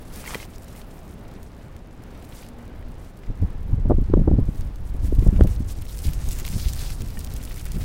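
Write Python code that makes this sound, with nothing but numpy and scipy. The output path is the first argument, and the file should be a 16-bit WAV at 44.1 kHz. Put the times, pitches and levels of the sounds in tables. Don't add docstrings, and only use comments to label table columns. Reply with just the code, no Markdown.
import sys
import numpy as np
from scipy import signal
from scipy.fft import rfft, irfft
from scipy.io import wavfile
from scipy.ndimage import uniform_filter1d

SR = 44100
rng = np.random.default_rng(int(sys.argv[2]) if len(sys.argv) > 2 else 0)


def unload_wav(signal):
    wavfile.write(
        sys.argv[1],
        SR,
        np.round(np.clip(np.atleast_2d(signal).T, -1, 1) * 32767).astype(np.int16),
    )


N = 345744
TIME = np.arange(N) / SR

# f/Hz, level/dB
STREET_SPECTRUM = [(20, 2), (80, 3.5), (170, 1), (250, -0.5), (350, -4.5), (520, -7.5), (790, -11),
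                   (1000, -14.5), (2000, -21.5), (3200, -27.5), (5000, -34), (9000, -45), (15500, -47)]
# t/s, level/dB
HUM_LEVEL = [(2.3, -58), (2.5, -50), (2.86, -45.5), (3.05, -95)]
# t/s, level/dB
CREEP_LEVEL = [(0, -55.5), (.6, -58.5), (1.15, -62.5), (1.6, -62.5), (1.9, -70.5), (2.2, -59.5),
               (2.56, -67), (3.4, -67), (4.35, -66), (4.95, -59), (5.25, -53), (5.65, -57), (6.0, -46.5),
               (6.18, -49), (6.45, -42.5), (7.1, -49.5), (7.55, -46), (7.84, -45)]
# middle t/s, length/s, level/dB, brightness/(dB per octave)
SWISHES = [(0.182, 0.14, -42.5, -0.5), (0.315, 0.2, -39.5, -2.5), (0.423, 0.092, -44, -1.5),
           (0.548, 0.052, -55, -2), (0.716, 0.16, -53.5, -0.5), (0.791, 0.089, -47.5, -0.2),
           (0.98, 0.48, -60.5, 4), (2.38, 0.27, -49.5, -0.2), (3.052, 0.16, -57.5, -1),
           (4.564, 0.25, -56.5, 4), (5.055, 0.081, -46.5, 0), (5.437, 0.081, -54, 7),
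           (5.52, 0.095, -48.5, 0.5), (5.704, .07, -43, 1), (6.056, 0.095, -38.5, 0.2),
           (6.327, 0.2, -44.5, 1), (6.614, 0.35, -41.5, 1), (6.832, 0.16, -41.5, 0.5),
           (6.91, 0.11, -47.5, -1)]
# f/Hz, level/dB
CLOTH_SPECTRUM = [(150, -21), (500, -0.5), (1000, -0.5), (2200, 0), (3200, -1), (4900, 0), (6500, -1),
                  (9000, -0.5), (11500, -3), (15500, -3.5)]
# t/s, f/Hz, level/dB relative to the hiss
FOLD_SONG = [(0.15, 10800, -2), (0.5, 5000, -43), (6.0, 5700, -20.5), (6.33, 7540, -2), (6.5, 5240, -7),
             (6.85, 4300, 3.5), (7.02, 5000, -18), (7.84, 5000, -34)]
# t/s, level/dB, body/dB (more body gives a fuller crack)
BIG_SNAPS = [(0.1594, -25, -21), (.3465, -18, 12), (.6454, -36, -21), (1.43, -34, -13), (1.765, -36, 4),
             (2.0368, -39, -17), (2.4872, -33.5, -17), (4.6087, -31, -1), (5.1927, -30, -6),
             (5.436, -28, -10), (5.4733, -25.5, 2), (6.0684, -22.5, -9), (6.288, -20.5, -30),
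             (6.316, -20.5, -29), (6.4505, -21.5, 9), (6.4777, -23.5, 9), (6.7336, -20, -8),
             (6.9044, -27, -4), (7.191, -23.5, -33), (7.2459, -21.5, -14), (7.3378, -23, -33),
             (7.3634, -27, -13), (7.4513, -22.5, -23)]
# t/s, level/dB, f/Hz that the blow stirs most
HEM_TAPS = [(0.24, -28, 1210), (.252, -30, 3150), (.26, -26, 2077), (0.276, -22, 1990), (.306, -21.5, 1100),
            (0.337, -20, 900), (.345, -14.5, 2100), (0.353, -16.5, 452), (0.4, -26.5, 1880),
            (.427, -29, 2250), (0.75, -38, 1800), (2.825, -39, 1900), (3.234, -37.5, 2000),
            (3.268, -40, 2000), (7.171, -27, 2080), (7.509, -34, 2010)]
# f/Hz, level/dB, time to fade by 60 dB/s
TAP_TONES = [(230, 3, 0.053), (407, 2.5, 0.016), (1100, 14.5, 0.0052), (1900, 5.5, 0.03), (2220, 2, 0.021),
             (2770, -1, 0.059), (4300, 9, .01)]
# t/s, level/dB
WIND_LEVEL = [(0, -41), (2.65, -43), (2.9, -35.5), (3.17, -44.5), (3.58, -29), (3.85, -21.5), (4.07, -26.5),
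              (4.14, -16.5), (4.4, -16), (4.52, -31), (4.8, -30.5), (5.15, -16.5), (5.48, -20), (5.85, -32),
              (6.3, -27), (6.8, -27), (7.5, -31.5), (7.84, -29.5)]
# middle t/s, length/s, level/dB
WIND_PUFFS = [(3.305, 0.074, -24), (3.433, 0.066, -15.5), (3.734, 0.039, -13.5), (3.954, 0.25, -16),
              (4.143, .04, -12), (4.618, 0.091, -21.5), (5.191, 0.029, -15), (5.279, 0.043, -8.5),
              (5.411, 0.084, -10), (6.082, 0.068, -15.5), (6.177, 0.025, -17.5), (6.302, 0.089, -21.5),
              (6.673, 0.052, -20), (7.786, 0.15, -27)]
# f/Hz, level/dB
RUMBLE_SPECTRUM = [(10, -7), (24, 1.5), (50, -2), (85, -7.5), (130, -15.5), (200, -24.5), (300, -33.5),
                   (500, -55), (1000, -53), (2000, -95)]
# t/s, level/dB, length/s, reach/Hz (more reach sounds brighter)
BIG_EDDIES = [(3.428, -27, 0.017, 140), (3.857, -26.5, 0.019, 248), (3.9, -17, 0.011, 283),
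              (3.909, -15, 0.0079, 267), (3.919, -16, 0.013, 256), (3.986, -21.5, 0.013, 175),
              (4.102, -25.5, 0.01, 170), (4.139, -9.5, 0.00614, 266), (4.174, -15, 0.012, 168),
              (4.195, -20, 0.02, 180), (4.214, -21, 0.02, 115), (4.279, -17, 0.018, 250),
              (4.315, -16.5, 0.01, 202), (4.337, -23, 0.035, 146), (4.388, -18, 0.017, 160),
              (4.486, -25, 0.016, 127), (5.126, -21.5, 0.008, 150), (5.185, -24.5, 0.013, 106.2),
              (5.227, -25, 0.019, 118), (5.267, -18.5, 0.017, 222.1), (5.33, -19.5, 0.0073, 110),
              (5.394, -20.5, 0.0076, 230), (5.4102, -8.5, .0036, 322), (5.448, -20, 0.017, 171),
              (5.606, -26, 0.014, 110), (6.567, -31.5, 0.029, 139), (7.02, -37, 0.076, 120),
              (7.765, -29.5, 0.044, 121)]
# f/Hz, level/dB
MIC_OPENING = [(30, -10.5), (80, -3.5), (150, 1), (250, -1.5), (340, 1), (500, 0), (750, 1), (1000, 0),
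               (1400, 2.5), (2200, 5), (4000, -15), (8000, -30)]

FAINT_CREEP_DB = -65.5


def amp(db):
    return 10 ** (np.asarray(db) / 20)


def unit(x):
    return x / np.sqrt(np.mean(x ** 2) + 1e-20)


def follow(rows, column=1):
    rows = np.asarray(rows)
    return np.interp(TIME, rows[:, 0], rows[:, column])


def bins(x):
    return np.fft.rfftfreq(len(x), 1 / SR) + 1e-3


def colour(x, points):
    hz, db = np.transpose(points)
    gain = amp(np.interp(np.log(bins(x)), np.log(hz), db))
    return irfft(rfft(x) * gain, len(x))


def drift(rate_hz):
    noise = rng.standard_normal(N)
    return unit(irfft(rfft(noise) * np.exp(-(bins(noise) / rate_hz) ** 2), N))


def steady(x, span_s):
    size = max(int(span_s * SR), 8)
    power = uniform_filter1d(uniform_filter1d(x ** 2, size), size)
    return x / np.sqrt(abs(power) + 1e-12)


def add(mix, s, sound):
    part = mix[max(round(s * SR), 0):][:len(sound)]
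    part += sound[:len(part)]


def resonate(x, hz, width_hz):
    turn = np.exp(2j * np.pi * np.cumsum(hz) / SR)
    fade = np.exp(-np.pi * width_hz / SR)
    return 2 * (turn * signal.lfilter([1 - fade], [1, -fade], x / turn)).real


def bursts(per_s, spread_db, decay_s):
    sizes = amp(spread_db * np.minimum(rng.exponential(1, N), 3.5))
    starts = rng.random(N) < per_s / SR
    return unit(signal.lfilter([1], [1, -np.exp(-1 / (decay_s * SR))], sizes * starts))


def arch(middle_s, length_s):
    return np.cos(np.pi * np.clip((TIME - middle_s) / length_s, -.5, .5))


def scatter(level_db, spread_db, count):
    at = ((np.arange(count) + rng.random(count)) * (N - 1) / count).astype(int)
    return zip(at / SR, level_db[at] + spread_db * rng.uniform(-1, 1, count))


def street(level_db=-43.5, swell_db=1.17, hum_hz=236, hum_width_hz=10):
    murmur = unit(colour(rng.standard_normal(N), STREET_SPECTRUM))
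    murmur *= amp(level_db + swell_db * drift(rate_hz=3.8))
    phase = 2 * np.pi * hum_hz * TIME
    hum = unit(drift(hum_width_hz) * np.cos(phase) + drift(hum_width_hz) * np.sin(phase))
    return murmur + hum * amp(follow(HUM_LEVEL))


def sliding(jerk_db=2, jerk_hz=35, creep_grit=0.5, swish_grit=0.14):
    creep_db = follow(CREEP_LEVEL)
    creep = amp(creep_db + jerk_db * drift(jerk_hz)) ** 2
    creep_brightness = 1 - 0.054 * (creep_db - FAINT_CREEP_DB)
    power, brightness_sum = creep, creep * creep_brightness
    for s, length, db, brightness in SWISHES:
        swish = (amp(db) * arch(s, length)) ** 2
        power = power + swish
        brightness_sum += swish * brightness
    grit = swish_grit + (creep_grit - swish_grit) * creep / power
    return 10 * np.log10(power), brightness_sum / power, grit


def rustle(slide_db, brightness, grit, level_db=-1.5, flicker_db=2.5):
    slips = bursts(per_s=420, spread_db=3.0, decay_s=0.00065)
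    flurries = bursts(per_s=29, spread_db=2.5, decay_s=0.015)
    crackle = unit(slips * (1 + flurries))
    friction = steady(np.sqrt(1 - grit + grit * crackle ** 2), span_s=0.074)
    hiss = colour(rng.standard_normal(N) * friction, CLOTH_SPECTRUM)
    spectrum = rfft(hiss)
    octave = np.log2(np.clip(bins(TIME), 500, 16000) / 8000)
    out = np.zeros(N)
    for k in range(-4, 2):
        band = irfft(spectrum * np.maximum(1 - abs(octave - k), 0), N)
        out += band * amp(k * brightness + flicker_db * drift(rate_hz=32))
    song = resonate(out, follow(FOLD_SONG), width_hz=1800) * amp(follow(FOLD_SONG, column=2))
    return (out + song) / np.std(hiss) * amp(slide_db + level_db)


def crinkles(slide_db, level_db=-25.0, decay_s=0.0045, width_octaves=0.83, count=380, size=512):
    out, t = np.zeros(N), np.arange(size) / SR
    for when, pitch, chance in rng.random((count, 3)):
        hz = 1800 * (13000 / 1800) ** pitch
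        burst = rng.standard_normal(size) * np.exp(-t / decay_s)
        band = np.exp(-(np.log2(bins(t) / hz) / width_octaves) ** 2)
        tick = unit(irfft(rfft(burst) * band))
        db = -3.5 * np.log(chance + 0.091)
        add(out, when * N / SR, tick * amp(db))
    return unit(out) * amp(0.67 * slide_db + level_db)


def snaps(level_db=-1.5, decay_s=0.0013, rise_s=0.00042, small_body_db=-9, size=1024):
    out, t = np.zeros(N), np.arange(size) / SR
    small_db = -44 + follow(CREEP_LEVEL) - FAINT_CREEP_DB
    small = [(s, db, small_body_db) for s, db in scatter(small_db, spread_db=3, count=50)]
    for s, db, body in list(BIG_SNAPS) + small:
        burst = rng.standard_normal(size) * np.exp(-t / decay_s) * (1 - np.exp(-t / rise_s))
        crack = colour(burst, [(300, body - 20), (2000, body + 9), (5000, 4), (9000, 3.8), (15000, 1.8)])
        add(out, s, crack / abs(crack).max() * amp(db + level_db))
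    return out


def taps(width_octaves=0.51, scrape_s=0.0036, delay_s=0.00112, size=3000):
    out, t = np.zeros(N), np.arange(size) / SR
    for s, db, blow_hz in HEM_TAPS:
        ring = np.zeros(size)
        for hz, tone_db, fade_s in TAP_TONES:
            share = 1 / (1 + (np.log2(hz / blow_hz) / width_octaves) ** 2)
            detune = rng.uniform(.93, 1.156)
            ring += share * amp(tone_db - 60 * t / fade_s) * np.sin(2 * np.pi * hz * detune * t)
        scrape = 0.1 * rng.standard_normal(size) * np.exp(-t / scrape_s)
        tap = ring / abs(ring).max() + scrape
        add(out, s + delay_s, tap / abs(tap).max() * amp(db))
    return out


def wind():
    puff_power = sum((amp(db) * arch(s, length)) ** 2 for s, length, db in WIND_PUFFS)
    return 10 * np.log10(amp(follow(WIND_LEVEL)) ** 2 + puff_power)


def rumble(wind_db, level_db=0.5, lumps_db=2.0):
    pressure = steady(colour(rng.standard_normal(N), RUMBLE_SPECTRUM), span_s=0.049)
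    lumps = amp(lumps_db * drift(rate_hz=51))
    return unit(pressure * lumps) * amp(wind_db + level_db)


def buffets(wind_db, pop_s=0.007, flattening=0.77, small_s=0.016, small_reach_hz=120, size=8192):
    out, t = np.zeros(N), (np.arange(size) - size // 2) / SR
    hz, opening = bins(t), rfft(colour(1.0 * (t == 0), MIC_OPENING))
    small = [(s, db, small_s, small_reach_hz)
             for s, db in scatter(wind_db - 13.5, spread_db=5.5, count=90)]
    for s, db, length, reach_hz in list(BIG_EDDIES) + small:
        pulse = irfft(np.exp(-hz / reach_hz) * opening)
        age = np.clip(t / (0.32 * length) + 1.34, 0, 50)
        swirl = age ** 2 * np.exp(-1.6 * age)
        flutter = signal.fftconvolve(rng.standard_normal(size) * swirl, pulse, "same")
        pulse_gain = 0.37 * (1 + (pop_s / length) ** 4)
        eddy = unit(flutter) + pulse_gain * unit(pulse)
        if length < pop_s:
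            ceiling = (1 - flattening * (1 - length / pop_s)) * eddy.max()
            eddy = np.minimum(eddy, ceiling)
        else:
            eddy *= rng.choice([-1, 1])
        audible = irfft(rfft(eddy) * (hz > 130))
        gain = amp(db) * np.sqrt(length * SR / np.sum(audible ** 2))
        add(out, s + t[0], eddy * gain)
    return out


def scene():
    slide_db, brightness, grit = sliding()
    cover = rustle(slide_db, brightness, grit) + crinkles(slide_db) + snaps() + taps()
    wind_db = wind()
    return (cover + street() + rumble(wind_db) + buffets(wind_db))[None]


def record(dry, ceiling=0.95, cutoff_hz=15900):
    clipped = np.clip(dry, -ceiling, ceiling)
    low_pass = signal.firwin(511, cutoff_hz, window=("kaiser", 9), fs=SR)
    return signal.oaconvolve(clipped, low_pass[None], "same")


dry = scene()
out = record(dry)
unload_wav(out)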